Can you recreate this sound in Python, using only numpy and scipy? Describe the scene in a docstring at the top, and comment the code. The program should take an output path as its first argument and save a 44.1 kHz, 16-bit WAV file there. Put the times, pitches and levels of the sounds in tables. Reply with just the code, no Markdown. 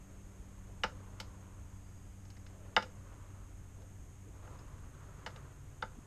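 """A scooter's rear wheel is rocked to and fro by hand, with the transmission cover off.
From the start an engine hums far away over rumble and hiss, and each push makes the parts rub softly.
At 0.8 s the slack in the drive runs out: metal hits metal with a clack, and the brick yard echoes.
The brake whistles faintly around 1.9 s, then small ticks lead to the loudest clack at 2.8 s.
Far traffic swells around 5 s, and lighter clacks follow at 5.3 s and 5.8 s."""
import sys
import numpy as np
from scipy import signal
from scipy.fft import rfft, irfft, next_fast_len
from scipy.io import wavfile

SR = 44100
rng = np.random.default_rng(int(sys.argv[2]) if len(sys.argv) > 2 else 0)


def persist_wave(psi):
    """Save psi, clipped to +-1, as 16-bit WAV."""
    counts = np.round(np.clip(psi, -1, 1) * 32767).astype(np.int16)
    wavfile.write(sys.argv[1], SR, np.atleast_2d(counts).T)


N = 267598

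# Distant traffic and air: pitch_hz, level_db
AIR_SPECTRUM = [(15, -4.5), (38, 2), (75, -0.5), (130, -7.5), (180, -13), (260, -18.5), (400, -24),
                (800, -28.5), (1500, -31.5), (3000, -37.5), (5000, -48), (14000, -60)]
# The breeze lifts the rumble: peak_s, rise_db, length_s
GUSTS = [(0.826, 3, 0.42), (4.6, 3, 0.65)]
# A steady, high hiss: pitch_hz, level_db
HISS_SPECTRUM = [(1000, -8.5), (4300, -26), (5000, -16.5), (5600, -14.5), (6150, -9), (6480, 2), (6900, -5),
                 (8000, -8), (9300, -11.5), (10300, -18), (11800, -14.5), (13500, -20.5)]
# The far engine's tones: multiple_of_idle_pitch, level_db, fade_db_per_s
ENGINE_TONES = [(1, -53.5, 0.5), (2, -59, 2.6), (3, -69, 0.3), (4, -87.5, -2.5)]
# Soft scuffs of the hand on the tyre: start_s, pitch_hz, level_db, length_s
SCUFFS = [(0.681, 520, -67, 0.04), (2.624, 520, -74, 0.14), (3.737, 496, -68.5, 0.15),
          (4.25, 365, -62.5, 0.059), (5.963, 228, -56.5, 0.04)]
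# Turning parts rubbing together: pitch_hz, level_db
RUB_SPECTRUM = [(100, -9.5), (300, 5), (600, 2.5), (780, -4.5), (1050, -0.5), (1400, -4), (1700, -7),
                (2000, -9.5), (3000, -15.5), (5000, -21.5), (12000, -44.5)]
# Pushes that turn the wheel: fastest_s, rub_level_db, length_s, boosted_pitch_hz
PUSHES = [(.05, -66.5, 1.15, 400), (1.105, -63.5, 1.17, 1000), (2.698, -63.5, .6, 620),
          (3.207, -64, 0.63, 1230), (4.567, -60.5, 0.49, 970), (5.195, -61, 0.85, 1330),
          (6.004, -68, 0.56, 1050)]
# How long the yard echoes (a decay is the time to fall by 60 dB): pitch_hz, decay_s
YARD_DECAYS = [(150, 0.32), (500, 0.31), (880, 0.13), (1400, 0.2), (3000, 0.17), (5500, 0.21),
               (12000, 0.038)]
# The tones that the gear case, clutch and rim ring with: pitch_hz, level_db, decay_s
METAL_TONES = [(196, -31, .11), (335, -39, .07), (410, -38, .06), (506, -24, .06), (562, -33, .07),
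               (624, -30.5, .07), (672, -32, .065), (733, -27.5, .06), (826, -22.5, .055),
               (874, -17.5, .052), (958, -28.5, .055), (1023, -30.5, .06), (1235, -22.5, .055),
               (1295, -27, .055), (1372, -18.5, .052), (1434, -19.5, .05), (1504, -27, .053),
               (1595, -25, .053), (1709, -26.5, .048), (1770, -29.5, .049), (1995, -28.5, .05),
               (2106, -30, .044), (2198, -29.5, .05), (2870, -26, .022), (2960, -23, .023),
               (3543, -27, .022), (3634, -25, .022), (4765, -36, .033), (5080, -33, .029),
               (5450, -37, .026)]
# The crowd of short overtones in a crack: pitch_hz, level_db
CRACK_SPECTRUM = [(150, -21), (430, -6), (1080, -11.5), (1500, 4.5), (2300, 3), (2680, -0.5), (2930, 4.5),
                  (3250, -3.5), (3600, -1), (4250, -3.5), (5300, 1), (5900, -7.5), (6600, -8), (9000, -20),
                  (10500, -27.5)]
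# Metal hitting metal in the drive: start_s, ring_db, crack_db, crack_tilt_db_per_octave, boosted_hz
HITS = [(0.8353, -7, -2, -2.5, 2950), (1.1997, -25.5, -10.5, 4, 3300), (2.2519, -53, -36, 2, 5500),
        (2.3018, -53, -29, 5.5, 4200), (2.3665, -49, -29.5, 2, 2000), (2.4640, -49, -25, -2, 4130),
        (2.7647, 1.5, -5.5, 0.5, 3600), (2.8238, -27, -13.5, -1, 5200), (3.8185, -48, -37, 2, 4250),
        (4.4755, -38, -38, -8, 1099), (4.5895, -43, -33, 2, 5230), (5.2620, -20, -11, -0.5, 1730),
        (5.3045, -50, -33, 4, 3600), (5.3603, -39, -24, -0.5, 3650), (5.8236, -14, -18, 0, 2960)]


def amp(db):
    """Turns decibels into a number to multiply a sound by."""
    return 10 ** (np.asarray(db) / 20)


def unit(x):
    """Scales a signal to an average (rms) size of 1."""
    return x / np.sqrt(np.mean(x ** 2) + 1e-20)


def look_up(table, hz):
    """Reads a table at any pitch, blending between its rows."""
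    pitches, values = np.transpose(table)
    return np.interp(np.log(hz + 1), np.log(pitches + 1), values)


def add(mix, start_s, sound):
    """Mixes a sound in at a given time."""
    part = mix[round(start_s * SR):][:len(sound)]
    part += sound[:len(part)]


def hump(hz, centre_hz, octaves):
    """A bell curve of height 1 around one pitch."""
    return np.exp(-(np.log2((hz + 1) / centre_hz) / octaves) ** 2)


def swell(peak_s, length_s, rise_share=0.38):
    """A smooth rise to 1 and a fall; rise_share is the part spent rising."""
    t = np.arange(N) / SR - peak_s
    width_s = length_s * np.where(t < 0, rise_share, 1 - rise_share)
    return np.exp(-(t / width_s) ** 2)


def shape(x, gain_at):
    """Turns each pitch in a signal up or down by gain_at(hz)."""
    return irfft(rfft(x) * gain_at(np.fft.rfftfreq(len(x), 1 / SR)), len(x))


def noise(spectrum, size=N):
    """Noise whose balance of low and high follows a table."""
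    return unit(shape(rng.standard_normal(size), lambda hz: amp(look_up(spectrum, hz))))


def drift(rate_hz):
    """A random wander, mostly slower than the given rate."""
    white = rng.standard_normal(next_fast_len(N, True))
    return unit(shape(white, lambda hz: 1 / (1 + (hz / rate_hz) ** 4))[:N])


def noise_band(pitch_hz, octaves, size=N):
    """Noise gathered around one pitch."""
    white = rng.standard_normal(next_fast_len(size, True))
    return unit(shape(white, lambda hz: hump(hz, pitch_hz, octaves))[:size])


def background(rumble_db=-53, air_db=-52, hiss_db=-68.5):
    """Outdoor rumble that swells with the breeze, under steady air noise and hiss."""
    gust_db = sum(rise_db * swell(peak_s, length_s) for peak_s, rise_db, length_s in GUSTS)
    air = noise(AIR_SPECTRUM)
    rumble = signal.sosfiltfilt(signal.butter(2, 250, fs=SR, output="sos"), air)
    hiss = noise(HISS_SPECTRUM)
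    return rumble * amp(rumble_db + gust_db) + (air - rumble) * amp(air_db) + hiss * amp(hiss_db)


def far_traffic(level_db=-59):
    """Traffic passes far away as a low drone that comes and goes."""
    return amp(level_db) * swell(peak_s=5.05, length_s=1.7) * noise_band(pitch_hz=135, octaves=0.2)


def far_engine(idle_hz=96.7, slowing_hz_per_s=0.21, wobble=0.0022, waver_db=0.2):
    """An idling engine slows a little and drifts away; its low tones waver on their way through the air."""
    out, t = np.zeros(N), np.arange(N) / SR
    pitch_hz = (idle_hz - slowing_hz_per_s * t) * (1 + wobble * drift(6.5))
    cycles = np.cumsum(pitch_hz) / SR
    arch_db = -0.49 * (t - 2.7) ** 2  # a rise and fall shared by all the tones
    for multiple, level_db, fade_db_per_s in ENGINE_TONES:
        gain = amp(level_db + arch_db - fade_db_per_s * t + waver_db * drift(4.5))
        out += gain * unit(np.sin(2 * np.pi * (multiple * cycles + rng.random())))
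    return out


def brake_whistle(level_db=-85):
    """The brake drags and gives a thin whistle."""
    return amp(level_db) * swell(peak_s=1.9, length_s=0.55) * noise_band(pitch_hz=4850, octaves=0.04)


def hand_scuffs():
    """The hand scuffs the rubber tyre, making soft puffs of noise."""
    out = np.zeros(N)
    for start_s, pitch_hz, level_db, length_s in SCUFFS:
        size = int(length_s * SR)
        puff = noise_band(pitch_hz, octaves=0.53, size=size) * signal.windows.tukey(size, 0.7)
        add(out, start_s, amp(level_db) * unit(puff))
    return out


def wheel_rub(between_pushes_db=-78.5, flicker_db=1.7, boost=1.1):
    """The turning parts rub unevenly, louder with each push."""
    rub = noise(RUB_SPECTRUM)
    out = amp(between_pushes_db) * noise(RUB_SPECTRUM)
    for fastest_s, level_db, length_s, boosted_hz in PUSHES:
        band = signal.lfilter(*signal.iirpeak(boosted_hz, Q=2.2, fs=SR), rub)
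        scrape = np.roll(unit(rub + boost * band), rng.integers(N))  # shifted so no two pushes match
        out += amp(level_db) * swell(fastest_s, length_s, rise_share=0.47) * scrape
    return out * amp(flicker_db * drift(29.73))


def yard_echo(sound, delay_s=0.0057, echo_db=-17):
    """Adds scattered echoes off paving, bodywork and brick; each pitch dies at its own speed."""
    hz, t, bands = signal.stft(rng.standard_normal(SR // 2), SR, nperseg=256)
    decay = amp(-60 * t / look_up(YARD_DECAYS, hz)[:, None])
    tail = signal.istft(bands * decay, SR, nperseg=256)[1]
    tail *= np.clip(np.arange(len(tail)) / SR / delay_s - 1, 0, 1)  # silent until the first echo is back
    return sound + amp(echo_db) * signal.fftconvolve(sound, tail / np.linalg.norm(tail))[:N]


def metal_ring(t, gain_db_at, lag_cycles=1.5, swell_cycles=1.1):
    """Struck metal rings with many tones; each takes a few cycles to swell, then dies away."""
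    out = np.zeros(len(t))
    for hz, level_db, decay_s in METAL_TONES:
        lag_s = lag_cycles / hz if hz < 2400 else 0  # the slow, low tones arrive a moment later
        age = np.maximum(t - lag_s, 0)
        envelope = (1 - np.exp(-age * hz / swell_cycles)) * amp(-60 * age / decay_s)
        gain = amp(level_db + gain_db_at(hz) + 0.5 * rng.standard_normal())
        out += gain * envelope * np.sin(2 * np.pi * hz * age + 0.82 * rng.standard_normal())
    return out


def metal_crack(t, strength_db, gain_db_at):
    """The hard edge of a hit: a crowd of overtones, gone sooner the lighter the hit."""
    overtones = shape(noise(CRACK_SPECTRUM, len(t)), lambda hz: amp(gain_db_at(np.maximum(hz, 500))))
    time_scale = np.exp(0.01 * strength_db)
    rise_s, decay_s = 0.0022 * time_scale, 0.062 * time_scale
    return overtones * np.minimum(t / rise_s, 1) * amp(strength_db - 28.5 - 60 * t / decay_s)


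def drive_clacks(settle_s=0.023, damping_db=-7):
    """Slack in the drive runs out and metal hits metal; every clack and tick rings the same parts."""
    out, t = np.zeros(N), np.arange(SR // 4) / SR
    # The parts settle together and damp each other.
    damping = amp(damping_db / 2 * (1 + np.tanh((t - settle_s) / 0.0028)))
    for start_s, ring_db, crack_db, crack_tilt, boosted_hz in HITS:
        ring_tilt = 0.34 + 0.1369 * ring_db  # dB per octave: harder hits ring brighter
        boost_db = -0.2071 * crack_db  # the spot that is struck boosts one pitch, more so in light hits
        contact_db = lambda hz: boost_db * hump(hz, boosted_hz, octaves=0.14)
        ring = metal_ring(t, lambda hz: ring_db + ring_tilt * np.log2(hz / 1400) + contact_db(hz))
        crack = metal_crack(t, crack_db, lambda hz: crack_tilt * np.log2(hz / 3000) + contact_db(hz))
        add(out, start_s, damping * ring + crack)
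    return out


def scene():
    """The scooter in its yard and the distant sounds, mixed to one channel."""
    scooter = yard_echo(drive_clacks()) + wheel_rub() + hand_scuffs() + brake_whistle()
    return (scooter + far_engine() + far_traffic() + background())[None]


def record(dry):
    """Cuts away the highest treble, above 13900 Hz."""
    low_pass = signal.firwin(301, 13900, window=("kaiser", 8), fs=SR)
    return signal.oaconvolve(dry, low_pass[None], "same")


dry = scene()
out = record(dry)
persist_wave(out)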